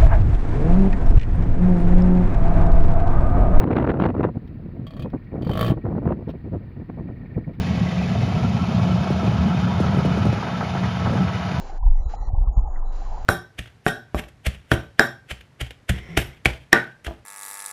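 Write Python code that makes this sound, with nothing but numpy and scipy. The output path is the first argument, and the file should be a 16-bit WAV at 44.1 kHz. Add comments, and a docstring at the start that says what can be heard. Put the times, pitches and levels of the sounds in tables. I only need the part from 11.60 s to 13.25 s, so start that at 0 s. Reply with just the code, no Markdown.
"""Water washes and plips: a stream at night, heard through the closed case of a trail camera on the bank.
The wash is shaped noise and each plip a briefly ringing bubble, coloured by the hollow of the case
near 800 Hz. Deep soft thumps and a slow throb rumble underneath; a faint, flickering hiss and the
camera's thin electronic whine lie on top."""
import sys
import numpy as np
from scipy import signal
from scipy.fft import rfft, irfft
from scipy.io import wavfile

SR = 44100
rng = np.random.default_rng(int(sys.argv[2]) if len(sys.argv) > 2 else 0)


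def pcm_store(signal):
    """Save signal as 16-bit PCM."""
    levels = np.round(np.clip(np.atleast_2d(signal), -1, 1) * 32767)
    wavfile.write(sys.argv[1], SR, levels.astype(np.int16).T)


N = 72765

# Level of the hollow wash of water: time_s, level_db
HOLLOW_ENVELOPE = [(0, -50), (.15, -49.5), (.22, -55), (.33, -54.5), (.45, -51.5), (.9, -51), (1.15, -50.5),
                   (1.45, -50.5), (1.56, -45.5), (1.65, -49)]
# Level of the low wash, which drops out briefly during the biggest thumps: time_s, level_db
LOW_ENVELOPE = [(.14, -48), (.18, -54), (.2, -73.5), (.34, -77), (.39, -51.5), (.75, -50.5), (1.3, -51.5),
                (1.65, -51)]
# Levels of two brighter bands, which cut in and out: time_s, level_db
BRIM_ENVELOPE = [(0, -79), (.17, -67), (.21, -85.5), (.33, -82.5), (.37, -66.5), (.5, -57), (.68, -57.5),
                 (.72, -78.5), (.79, -73.5), (.82, -64), (.88, -56), (.91, -79), (.96, -61), (1.25, -59.5),
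                 (1.65, -61)]
SWISH_ENVELOPE = [(0, -55.5), (.17, -50.5), (.21, -82.5), (.33, -87.5), (.38, -81), (.48, -82), (.5, -47),
                  (.55, -61), (.57, -64), (.68, -84), (.72, -93.5), (1.02, -104), (1.07, -64.5),
                  (1.12, -62), (1.165, -50), (1.23, -59.5), (1.3, -60.5), (1.34, -56), (1.65, -54)]
# Tone colour of these four bands: frequency_hz, relative_db
HOLLOW_SPECTRUM = [(350, -34.5), (570, -6), (700, 7.5), (810, 11.5), (950, 2), (1120, -3.5), (1230, -23),
                   (1500, -60), (2200, -75.5)]
LOW_SPECTRUM = [(60, -14.5), (170, 3.5), (250, 0.5), (450, 2), (600, 2.5), (800, -6.5), (1400, -57.5)]
BRIM_SPECTRUM = [(1000, -27.5), (1150, 0), (1330, -3.5), (1420, -12.5), (1520, -55)]
SWISH_SPECTRUM = [(700, 1), (1150, 1.5), (1330, 1), (1550, 1), (2000, -9), (2250, -30.5), (2700, -49)]


def wash(lapping_db=1.5):
    """The stream's hollow, lapping wash; beside it sound a low band and two brighter ones, which drop out at
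    times."""
    hollow = level(HOLLOW_ENVELOPE) * noise(HOLLOW_SPECTRUM)
    lapping = amp(lapping_db * drift(rate_hz=37))
    brim = level(BRIM_ENVELOPE) * noise(BRIM_SPECTRUM)
    swish = level(SWISH_ENVELOPE) * noise(SWISH_SPECTRUM)
    low = level(LOW_ENVELOPE) * noise(LOW_SPECTRUM)
    return hollow * lapping + low + brim + swish


# Close plips, gliding by a share of their pitch per length:
# peak_s, level_db, pitch_hz, length_s, glide_share
NEAR_BUBBLES = [(.099, -32.5, 764, 0.0062, 0.056), (.184, -42.5, 784, 0.003, 0),
                (0.212, -40, 830, .005, -0.15), (.231, -35, 977, 0.0053, 0.046),
                (.240, -35.5, 765, 0.0049, -0.033), (0.267, -35, 908, 0.0061, 0.099),
                (0.276, -40.5, 800, 0.0052, -0.067), (0.283, -41, 852, .004, 0),
                (0.356, -44.5, 806, 0.0043, -0.17), (.378, -46.5, 797, 0.0043, -.05),
                (.540, -24, 763, 0.0046, 0.1), (.631, -32, 814, 0.0046, -0.018),
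                (0.688, -30.5, 853, 0.0015, 0), (0.704, -35.5, 740, .006, -.04),
                (.749, -30, 793, .0055, .03), (0.785, -35, 867, 0.0029, 0),
                (.875, -41, 1090, 0.0076, 0.083), (0.969, -35.5, 950, 0.002, 0.03),
                (0.992, -34.5, 980, 0.0044, -0.0059), (1.061, -35.5, 851, 0.012, -0.024),
                (1.08, -34.5, 824, 0.011, -0.24), (1.161, -45, 1947, 0.0047, -0.091),
                (1.225, -36.5, 900, 0.0067, 0.18), (1.422, -37.5, 783, 0.0065, -0.11),
                (1.466, -42, 1070, 0.013, -0.077), (1.519, -34.5, 820, 0.0025, 0.11),
                (1.548, -33.5, 857, 0.01, .02), (1.571, -44, 940, 0.0062, -0.058),
                (1.579, -28, 800, 0.0016, 0), (1.611, -41.5, 770, 0.021, 0.15)]


def plips():
    """The nearest bubbles ring out one by one."""
    return sum(amp(db) * bubble(clock() - peak_s, hz, length_s, glide)
               for peak_s, db, hz, length_s, glide in NEAR_BUBBLES)


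def bubble(t, hz, length_s, glide):
    """A bubble rings for a few cycles, sliding up or down in pitch."""
    cycles = hz * (t + glide * t ** 2 / (2 * length_s)) + rng.random()
    return swell(t, rise_s=.63 * length_s, fade_s=length_s) * np.sin(2 * np.pi * cycles)


def ripples(bubbles_per_s=190, level_db=-52.5, pitches=24, spread_db=2):
    """Many small bubbles of random pitch and strength, louder where the hollow wash swells."""
    t = np.arange(-SR // 50, SR // 50) / SR
    bubbles = np.zeros(N)
    for hz in np.geomspace(706, 1036, pitches):
        strengths = amp(spread_db * np.minimum(rng.exponential(1, N), 2))
        triggers = rng.random(N) < bubbles_per_s / pitches / SR
        ring = bubble(t, hz, length_s=.0059, glide=rng.uniform(-.12, .12))
        bubbles += signal.oaconvolve(strengths * triggers, ring, "same")
    return amp(level_db) * unit(bubbles * level(HOLLOW_ENVELOPE))


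# Sub-bass hits: peak_s, level_db, pitch_hz, fade_s, knock_relative_db
DEEP_THUMPS = [(0.233, -10.5, 30.7, 0.031, -36), (0.264, -5.5, 37.9, 0.028, -42.5),
               (0.302, -4.5, 23.8, 0.034, -54), (.345, -13.5, 25.34, 0.05, -48.5),
               (0.409, -20, 45.8, 0.021, -20.5), (0.466, -16, 50.5, 0.022, -17),
               (0.609, -16, 33.3, 0.021, -27), (0.633, -25, 47, 0.0036, -27),
               (0.681, -15.5, 36.8, 0.033, -15), (0.738, -19.5, 70.3, 0.013, -1.5),
               (0.782, -16, 51.2, 0.014, -16), (0.812, -14.5, 36, 0.031, -20),
               (0.875, -14, 49.5, 0.042, -20), (0.978, -7, 39, 0.022, -9.5),
               (1.018, -13, 25.4, 0.06, -26.5), (1.075, -23.5, 52, 0.031, -28),
               (1.624, -30.5, 49, 0.045, -25)]


def thumps(rise_s=.008, knock_hz=98.7, knock_s=.0048):
    """Soft thumps: each is one or two deep swings, opening with a short, higher knock."""
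    hits = np.zeros(N)
    for peak_s, db, hz, fade_s, knock_db in DEEP_THUMPS:
        t = clock() - peak_s
        body = swell(t, rise_s, fade_s) * np.sin(2 * np.pi * hz * t)
        knock = swell(t, knock_s, knock_s) * np.sin(2 * np.pi * knock_hz * t)
        hits += amp(db) * (body + amp(knock_db) * knock)
    return hits


# Tone colour of the tick: frequency_hz, relative_db
TICK_SPECTRUM = [(500, -11), (1500, -1.5), (3500, -12.5), (7000, -22)]


def tick(peak_s=.268, length_s=.0028, level_db=-58):
    """A tiny burst of noise tops one of the hardest thumps."""
    return amp(level_db) * swell(clock() - peak_s, length_s, length_s) * noise(TICK_SPECTRUM)


# Envelopes of the low bed: time_s, level_db
THROB_ENVELOPE = [(.1, -36.5), (.2, -25.5), (.36, -16.5), (.44, -26), (.6, -29), (.8, -28), (.94, -43),
                  (1.03, -28), (1.11, -21), (1.22, -20), (1.38, -25.5), (1.55, -26.5), (1.65, -31)]
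CHURN_ENVELOPE = [(.16, -39), (.3, -24), (.46, -43), (.55, -32), (.66, -27.5), (.8, -21.5), (.89, -18.5),
                  (.945, -37.5), (1.01, -15.5), (1.1, -34), (1.3, -37), (1.45, -32.5)]
# Tone colour of the churn: frequency_hz, relative_db
CHURN_SPECTRUM = [(12, -13), (25, 11.5), (45, 4), (75, -5), (120, -15), (180, -30.5), (300, -38),
                  (700, -85.5)]


def rumble(throb_hz=22.5, wander_share=.09):
    """A very low, wavering tone throbs under churning noise."""
    pitch_hz = throb_hz * (1 + wander_share * drift(rate_hz=16))
    throb = unit(np.sin(2 * np.pi * np.cumsum(pitch_hz) / SR))
    return level(THROB_ENVELOPE) * throb + level(CHURN_ENVELOPE) * noise(CHURN_SPECTRUM)


# Spells of hiss: start_s, length_s, level_db
HISS_CUES = [(0, 0.11, -51.5), (0.112, 0.072, -58), (0.492, 0.067, -53.5), (1.319, .04, -57),
             (1.357, .11, -54.5), (1.467, .25, -55.5)]
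# Tone colour of the hiss: frequency_hz, relative_db
HISS_SPECTRUM = [(1500, 2), (2200, 1), (3000, -0.5), (3650, -6), (4100, -1), (5500, -3), (7000, -6),
                 (7500, -5.5)]
# Partials of the whine, set against the hiss: pitch_hz, relative_db
WHINE_PARTIALS = [(3996, -17), (4394, -27), (5994, -22), (6393, -24), (6993, -17)]


def hiss():
    """Faint hiss comes and goes, with the camera's thin electronic whine in it."""
    gate = sum(amp(db) * spell(start_s, length_s, edge_s=.004) for start_s, length_s, db in HISS_CUES)
    whine = sum(amp(db) * unit(np.sin(2 * np.pi * hz * clock())) for hz, db in WHINE_PARTIALS)
    return gate * (noise(HISS_SPECTRUM) + whine)


# Wisps of treble: start_s, length_s, centre_hz, width_hz, level_db
FLICKER_CUES = [(0.354, 0.067, 1990, 203, -69), (0.353, 0.087, 5880, 491, -69.5),
                (0.417, 0.27, 4005, 260, -70), (0.425, 0.27, 6870, 613, -71.5),
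                (0.567, 0.13, 1898, 257.3, -66), (0.603, 0.093, 4280, 489, -70),
                (0.607, 0.081, 5860, 526, -68), (0.932, 0.081, 6790, 557, -68),
                (1.066, 0.14, 6770, 560, -72), (1.25, 0.12, 3970, 280, -68),
                (1.255, 0.08, 6800, 560, -72.5)]


def flicker():
    """The treble flickers as narrow bands of hiss open and close."""
    return sum(amp(db) * spell(start_s, length_s, edge_s=.008) * band(centre_hz, width_hz)
               for start_s, length_s, centre_hz, width_hz, db in FLICKER_CUES)


def amp(db):
    """Decibels to gain."""
    return 10 ** (np.asarray(db) / 20)


def unit(x):
    """Scales to rms 1."""
    return x / np.sqrt(np.mean(x ** 2) + 1e-20)


def clock():
    """Time of every sample in seconds."""
    return np.arange(N) / SR


def level(envelope):
    """Gain over time from (time_s, level_db) points."""
    return amp(np.interp(clock(), *np.transpose(envelope)))


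def swell(t, rise_s, fade_s):
    """A rounded rise to t = 0 and a rounded fall after it."""
    return np.exp(-(t / np.where(t < 0, rise_s, fade_s)) ** 2)


def spell(start_s, length_s, edge_s):
    """A gate that opens softly, holds and closes softly."""
    t = clock() - start_s
    return (np.tanh(t / edge_s) - np.tanh((t - length_s) / edge_s)) / 2


BINS_HZ = np.fft.rfftfreq(N, 1 / SR)


def shaped_noise(gain):
    """Noise of rms 1, weighted by one gain per frequency bin."""
    return unit(irfft(rfft(rng.standard_normal(N)) * gain, N))


def noise(spectrum):
    """Steady noise coloured by (frequency_hz, relative_db) points."""
    hz, db = np.transpose(spectrum)
    return shaped_noise(amp(np.interp(np.log(BINS_HZ + 1), np.log(hz), db)))


def drift(rate_hz):
    """Slow random wander, rolling off above rate_hz."""
    return shaped_noise(np.exp(-(BINS_HZ / rate_hz) ** 2))


def band(centre_hz, width_hz):
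    """Noise in one narrow, steep-sided band."""
    offset = 2 * (BINS_HZ - centre_hz) / width_hz
    return shaped_noise(np.exp(-offset ** 6 / 2))


def scene():
    """Water, low end and faint treble meet at one microphone."""
    return (wash() + ripples() + plips() + thumps() + tick() + rumble() + flicker() + hiss())[None]


def record(dry, cutoff_hz=7450):
    """The camera's narrow bandwidth cuts off the top end."""
    lowpass = signal.firwin(601, cutoff_hz, window=("kaiser", 9), fs=SR)
    return signal.oaconvolve(dry, lowpass[None], "same")


dry = scene()
out = record(dry)
pcm_store(out)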